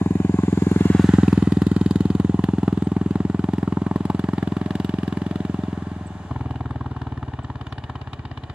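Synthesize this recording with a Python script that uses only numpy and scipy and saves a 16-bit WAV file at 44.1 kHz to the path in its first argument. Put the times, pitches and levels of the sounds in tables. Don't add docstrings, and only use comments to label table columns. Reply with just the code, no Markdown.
import sys
import numpy as np
from scipy import signal
from scipy.io import wavfile
from scipy.ndimage import uniform_filter1d

SR = 44100
rng = np.random.default_rng(int(sys.argv[2]) if len(sys.argv) > 2 else 0)


def voltage_ratio(level):
    return 10 ** (np.asarray(level, float) / 20)


def int16_out(signal):
    q = np.round(np.clip(np.atleast_2d(signal).T, -1, 1) * 32767)
    wavfile.write(sys.argv[1], SR, q.astype(np.int16))


N = 376613
T = np.arange(N) / SR
BANDS = 560 * 2 ** np.arange(0, 4.9, 1 / 3)
PASSES_S, FIRST_COAST_S = 1.027, 6.3148


def at_rms(x, db):
    return x * voltage_ratio(db) / np.sqrt(np.mean(x ** 2))


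def cut(x, hz, kind, order=2):
    return signal.sosfilt(signal.butter(order, hz, kind, fs=SR, output="sos"), x)


def ring(x, hz, width, count=1):
    for _ in range(count):
        x = signal.lfilter(*signal.iirpeak(hz, hz / width, SR), x)
    return x


def late(x, ms):
    return np.interp(T - ms / 1000, T, x, left=0)


def at(table, hz):
    table_hz, value = np.transpose(table)
    return np.interp(np.log(hz), np.log(table_hz), value)


def blend(hz, colour, anchors, curves):
    db = at(colour, hz)
    for anchor, curve, row in zip(anchors, curves, np.eye(len(anchors))):
        share = np.interp(np.log(hz), np.log(anchors), row)
        db = db + share * (curve - at(colour, anchor))
    return db


def walk(rate):
    hold = int(SR / rate)
    steps = np.repeat(rng.standard_normal(N // hold + 1), hold)
    return 1.25 * uniform_filter1d(uniform_filter1d(steps, hold), hold)[:N]


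def train(times, gains, shape):
    x = np.zeros(N)
    i = np.round(times * SR).astype(int)
    x[i[i < N]] = gains[i < N]
    return signal.oaconvolve(x, shape)[:N]


def slug(ms):
    return np.exp(-.5 * ((T[:400] * 1000 - 4) / ms) ** 2)


# hz, likeness (0-1)
LIKENESS = [(60, 0.97), (130, 0.98), (290, 0.1), (640, 1), (1410, 0.6), (3100, 0.5), (6820, 0.2),
            (15000, -0.01)]
# hz, left_minus_right_db
LEFT_LEAN = [(60, 0.5), (110, 0.5), (200, 0.5), (380, 28.5), (700, 2), (1290, 1), (2380, -0.5), (4400, -1),
             (8120, -14), (15000, 64)]


def wide(hz, gate, click=0):
    alike = np.clip(at(LIKENESS, hz) + 0.072, 0, 1)
    noise = gate * rng.standard_normal((2, N))
    noise[0] += click
    mid, side = cut(noise, [hz / 1.12, hz * 1.12], "band")
    pair = np.sqrt(1 + alike) * mid + np.sqrt(1 - alike) * side * np.array([[1], [-1]])
    return pair * voltage_ratio(np.clip(at(LEFT_LEAN, hz), -6, 9) * np.array([[.5], [-.5]]))


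def air():
    far = rng.standard_normal(N) + 0.29 * rng.standard_normal((2, N))
    rumble = at_rms(cut(far, [70, 430], "band"), -45)
    gusts = rng.standard_normal(N) + 2.6 * rng.standard_normal((2, N))
    wind = cut(gusts, [25, 65], "band") * voltage_ratio(5.2 * walk(3))
    return rumble + at_rms(wind, -60)


# start_s, length_s, start_hz, end_hz, level_db
BIRD_CHIPS = [
    (2.836, 0.027, 8400, 8100, -55),
    (4.85, 0.018, 8100, 7740, -61),
    (6.062, 0.022, 8300, 7700, -48),
    (6.7, 0.016, 8800, 8200, -64),
    (7.431, 0.013, 8260, 7160, -55),
    (7.62, .11, 6850, 6700, -73),
    (7.673, 0.084, 7060, 3900, -65),
]


def birds():
    out = np.zeros(N)
    for s, length, hz, end_hz, db in BIRD_CHIPS:
        u = np.clip((T - s) / length, 0, 1)
        cycles = length * (hz * u + (end_hz - hz) * u ** 2 / 2)
        out += voltage_ratio(db) * np.sin(np.pi * u) * np.sin(2 * np.pi * cycles)
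    return out * np.array([[.8], [1.2]])


def closeness(t):
    near_s = 0.52
    return 1 / (1 + ((t - PASSES_S) / near_s) ** 2)


def effort(t):
    return np.exp(-((t - 5.06) / 1.38) ** 2)


# far_db, swell_db at the pass, fade_db_per_s after it, effort_db, throttle_shut_db
ROLL_LEVELS = [
    (-46.5, 4.5, -0.39, 2.5, -2.5),
    (-53, 11.5, 0.05, 3, -1.5),
    (-56.5, 9.5, -0.93, 2, -0.5),
    (-60, 11.5, -1.11, 1, -7),
]


def rolling(t):
    shut = np.interp(t, [FIRST_COAST_S - .1, FIRST_COAST_S + 0.36], [0, 1])
    away_s = np.maximum(t - PASSES_S, 0)
    return [db + swell * closeness(t) + fade * away_s + work * effort(t) + off * shut
            for db, swell, fade, work, off in ROLL_LEVELS]


# hz, level_db per Hz
HISS_COLOUR = [(500, -6), (829, -2), (1110, -4), (1240, -16), (1750, -15.5), (2150, -25), (3040, -21.5),
               (5750, -35.5), (7670, -24.5), (11700, -48.5), (14100, -71), (15800, -70)]
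# start_s, pitch_hz, level_db
GEAR_WHINE = [(0, 1715, -48), (.33, 1670, -58), (.7, 1560, -72), (2.3, 1433, -64), (4, 1550, -62),
              (5.8, 1618, -63), (6.28, 1460, -58), (6.36, 1682, -60), (7.4, 1474, -59), (8, 1330, -83)]


def roll():
    when = T[::2048]
    low, middle, upper, top = rolling(when)
    out = 0
    for hz in BANDS:
        db = blend(hz, HISS_COLOUR, [850, 1700, 3500, 7500], [low + 12, middle + 9, upper + 7, top + 6])
        out = out + wide(hz, voltage_ratio(np.interp(T, when, db) + 1.12 * walk(12)))
    s, hz, db = np.transpose(GEAR_WHINE)
    pitch_hz = np.interp(T, s, hz) + 4 * walk(16)
    gear = voltage_ratio(np.interp(T, s, db, left=-99, right=-99)) * np.sin(2 * np.pi * np.cumsum(pitch_hz) / SR)
    knock = rng.standard_normal(N) * voltage_ratio(np.interp(T, when, low))
    case = voltage_ratio(12 + 13.7 * effort(T)) * ring(knock, 613, 40) + voltage_ratio(18.5) * ring(knock, 732, 60)
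    case += voltage_ratio(-1 + 20 * closeness(T + 0.074)) * ring(knock, 1500, 270)
    fins = voltage_ratio(np.interp(T, when, top) + 8) * ring(rng.standard_normal((2, N)), 6970, 1000, count=2)
    return out + gear + case + fins


# start_s, left_ms, right_ms, share
NEAR_ECHOES = [
    [(0, 0.54, 0.45, 0.46), (1, 0.58, 0.43, 0.18), (1.35, 0.87, .95, 0.13), (1.7, 1.28, 1.66, 0.21),
     (3, 1.54, 1.37, 0.18), (8.54, 1.34, 1.32, 0.39)],
    [(0, 1.35, 2.08, 0.36), (1.7, 1.66, 1.59, 0.31), (3, 1.77, 1.74, 0.19), (8.54, 1.75, 1.72, 0.36)],
    [(0, 0.14, 0.14, 0.1), (1.2, 0.21, 0.17, 0.1), (1.7, 0.22, 0.28, 0.29), (3, 0.23, 0.383, 0.12),
     (8.54, 0.22, 0.31, 0.39)],
]


def near(x):
    out, bright = x.copy(), cut(x, 1250, "high")
    for table in NEAR_ECHOES:
        s, left, right, share = np.transpose(table)
        for k, ms in enumerate((left, right)):
            out[k] += np.interp(T, s, share) * late(bright[k], np.interp(T, s, ms))
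    return out


# pitch_hz, width_hz, depth (0-1)
BODY_DIPS = [
    (948, 54, 0.55),
    (1217, 97, 0.56),
]


def road(x):
    close = np.interp(T, (.4, .7, 2.3, 3.1), [0, 1, 1, 0])
    far_notch = (.88 - 0.68 * close) * ring(x, 506, 108)
    x = x - far_notch - 0.42 * close * ring(x, 623, 90)
    for hz, width, depth in BODY_DIPS:
        x = x - depth * ring(x, hz, width)
    before, after, right = np.array((0, 7, 5)) * 1000 / SR
    return np.array([late(x[0], np.interp(T, (.85, 1.1), [before, after])), late(x[1], right)])


# hz, level_db per Hz
CRACK_COLOUR = [(500, -5), (1040, 5.5), (1330, -10), (1840, -10), (2250, -22), (2910, -17.5), (4450, -29.5),
                (5750, -45), (7450, -39.5), (11800, -43), (15800, -55)]
# start_s, peak_db, treble_db over the peak
HARD_FIRINGS = [(0.388, -16, -48), (0.434, -20, -27), (1.089, -16, -22), (1.184, -11, -33),
                (1.328, -15.5, -18), (1.618, -19.5, -16.5), (2.198, -15, -25), (2.391, -17, -29),
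                (2.439, -18, -17.5), (2.487, -17.5, -29), (2.679, -13.5, -26.5), (2.966, -15.5, -31),
                (3.156, -18, -25), (3.441, -19, -24), (3.629, -13, -31), (3.677, -18, -30),
                (3.723, -16.5, -29), (3.771, -15, -40), (3.865, -14.5, -32), (3.912, -16.5, -32),
                (3.959, -15, -25), (4.1, -12.5, -27), (4.287, -14, -32), (4.334, -16.5, -27),
                (4.427, -12.5, -29), (6.964, -18.5, -31), (7.389, -19.5, -30), (7.896, -19, -23)]
# start_s, level_db
DEEP_THUDS = [
    (2.440, -12),
    (2.680, -11.5),
    (3.960, -12.5),
    (4.660, -32),
    (4.940, -17),
]


def cracks(times, low_db, mid_db, high_db, off):
    chance = rng.standard_normal((len(times), len(BANDS) + 2))
    low = low_db + 0.81 * chance[:, 0]
    mid = mid_db + 2.1 * chance[:, 1]
    high = high_db + 4.0 * chance[:, 1]
    for s, db, treble_db in HARD_FIRINGS:
        k = np.argmin(abs(times - s))
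        low[k], mid[k], high[k] = db - 12.0, db + treble_db - 7.5, db + treble_db - 16.5
    tail = voltage_ratio(-49) * np.exp(-T[1:1500] / .007)
    shape = np.convolve(slug(1.61), np.r_[1, tail])
    sign = np.where(times < off[0] - .02, -1, .6)
    beam_db = 6 * np.exp(-((times - 1.89) / 0.26) ** 2)
    out = 0
    for k, hz in enumerate(BANDS):
        db = blend(hz, CRACK_COLOUR, [1000, 3200, 7500], [low + 14, mid + 14, high + 8])
        db += 0.96 * chance[:, k + 2] + beam_db * (hz > 4000)
        air_loss_db = 4 * np.clip(times - 5.0, 0, 9) * (hz / 10000) ** 2
        gain = voltage_ratio(db - air_loss_db)
        start = times - 1.636 / hz
        click = train(start + 0.000994, sign * gain, np.ones(1)) * (2.2 + 11 * (hz < 2000))
        out = out + wide(hz, train(start - .0028, gain, shape), click)
    snap = -train(times - .003, (sign < 0) * voltage_ratio(1.22 * low + 22), slug(0.22))
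    s, db = np.transpose(DEEP_THUDS)
    snap = cut(snap, 63, "high") - train(s - .004, voltage_ratio(db), slug(0.43))
    tick_db = -35 + 3 * chance[:len(off), 0] - 6.0 * (off - 9.0)
    tick = ring(train(off - .024, voltage_ratio(tick_db), slug(.2)), 820, 120)
    return out + tick, cut(snap, 28, "high")


def pipe(x, echo, ms, dull):
    out = back = x
    for _ in range(3):
        back = signal.lfilter([1 - dull], [1, -dull], echo * late(back, ms))
        out = out + back
    return out


# start_s, echo_share, upper_mode_share, lower_mode_share
PIPE_VIEW = [
    (0, 0.17, 5.5, 1.1),
    (.7, 0.11, 12.6, 1.3),
    (1.2, 0.049, 0.65, 1.9),
    (1.7, 0.019, 0.56, 1.6),
    (3, 0.013, 2.1, 6.7),
    (5.8, 0.011, 5.6, 2.2),
    (6.2, 0.4, 2.2, 1.5),
]


def pulling_thump(on, s, db, boom_db):
    firing_db = np.interp(on, s, db) + .5 * rng.standard_normal(len(on))
    push = train(on - .0051, voltage_ratio(firing_db), slug(.82))
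    when, *shares = np.transpose(PIPE_VIEW)
    bright, upper, lower = (np.interp(T, when, c) for c in shares)
    x = ring(push, 327.5, 912, count=3)
    x = pipe(x, 0.7, 9.62, .99) + bright * late(x, 11.08)
    boom = 5 * voltage_ratio(np.interp(T, s, boom_db)) * ring(x, 84, 28)
    return 11 * x + boom + upper * ring(x, 443, 90) + lower * ring(x, 420, 58)


def coasting_thump(off, s, db, boom_db):
    firing_db = np.interp(off, s, db) + .6 * rng.standard_normal(len(off))
    push = train(off - .0116, voltage_ratio(firing_db), slug(.55))
    y = push - 1.23 * late(push, 5.57)
    valve = ring(late(push, 6.27), 388, 120, count=2)
    cooling = np.clip((8.3 - T) / 3.26, 0, 1)
    y = ring(y, 66, 66)
    y = coasting_modes(y, push, cooling, valve)
    y = pipe(y, -0.8, 9.7, 0.99) - 0.1 * late(y, 19.4)
    y = 20 * y + 5 * voltage_ratio(np.interp(T, s, boom_db)) * ring(y, 71, 37)
    return cut(y, 50, "high")


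def coasting_modes(slow, push, cooling, valve):
    y = push - 1.23 * late(push, 5.57)
    upper = 0.21 * cooling * ring(late(y, 3.96), 246, 150)
    return slow + upper + 0.082 * ring(late(y, 3.55), 226, 71) + 0.41 * valve


def firings(rate, first, last):
    t = np.arange(first, last, 1e-4)
    turns = np.cumsum(np.interp(t, *np.transpose(rate))) * 1e-4
    return np.interp(np.arange(int(turns[-1]) + 1), turns - turns[0], t)


# start_s, firings_per_s
PULL_FIRINGS = [(0, 21.311), (.35, 21.434), (.85, 21.422), (1.5, 20.608), (1.9, 20.664), (4.75, 21.523),
                (5.65, 21.539), (6.05, 21.157), (6.25, 20.445)]
# start_s, firings_per_s
COAST_FIRINGS = [(6.3, 20.609), (7, 19.173), (8, 17.006), (8.6, 15.855)]
# start_s, thump_db, crack_db over the thump, crack_sharpness (about 0-1)
EXHAUST_LEVELS = [
    [(0, -20.5, -13.5, 0.15), (.5, -19, -17, 0.3), (.95, -15.5, -15, 0.54), (1.19, -13.5, -10.5, 0.8), (1.5, -17, -21.5, 0.78), (1.95, -18.5, -16.5, 0.81), (2.4, -20.3, -14.5, 0.42), (3.2, -22, -12, 0.52), (4, -24, -9.5, 0.6), (4.3, -24.5, -4.5, 0.99), (5, -25, -11.5, 1.1), (5.6, -26.5, -13, 0.78), (5.92, -32, -14, .5), (6.2, -43, -14, -.5)],
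    [ (6.31, -34, 2, 0.36), (7.3, -36.5, 3.5, .4), (7.9, -40.3, 5, 0.99), (8.5, -42.5, 5.5, 0.99)],
]
# dull_db, gain_db when sharp
CRACK_EDGE = [
    [(-41.5, 19), (-46.5, 10)],
    [(-30, 24.5), (-39, 19)],
]


def motorcycle():
    on = firings(PULL_FIRINGS, .0152, 6.27)
    off = firings(COAST_FIRINGS, FIRST_COAST_S, N / SR)
    pull, coast = (np.transpose(c) for c in EXHAUST_LEVELS)
    boom_db = np.interp(pull[0], [PASSES_S - .2, PASSES_S + .3], [-3, -1])
    boom_db = boom_db + np.interp(pull[0], (5.44, 6.37), [0, 28])
    coast_boom_db = np.interp(coast[0], [7.2, 8.2], (1, 12))
    thump = pulling_thump(on, *pull[:2], boom_db) + coasting_thump(off, *coast[:2], coast_boom_db)
    body = cut(thump, 82, "high", order=4)
    levels = []
    for when, (s, db, crack, sharp), edge in zip((on, off), (pull, coast), CRACK_EDGE):
        overs = [crack] + [dull + gain * sharp for dull, gain in edge]
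        levels.append([np.interp(when, s, db + over) for over in overs])
    crack, snap = cracks(np.r_[on - .0015, off - .0036], *np.hstack(levels), off)
    side = voltage_ratio(-30.5) * late(body, 0.76) * np.array([[1], [-1]])
    return body + side + snap + near(crack + roll())


def scene():
    return road(motorcycle() + air()) + birds()


def top_cut(x):
    return signal.sosfilt(signal.butter(12, 16170, fs=SR, output="sos"), x)


def record(dry):
    rounded = np.tanh(0.79 * dry) / 0.8
    mix = cut(rounded, 14800, "low", order=8)
    return top_cut(mix)


dry = scene()
out = record(dry)
int16_out(out)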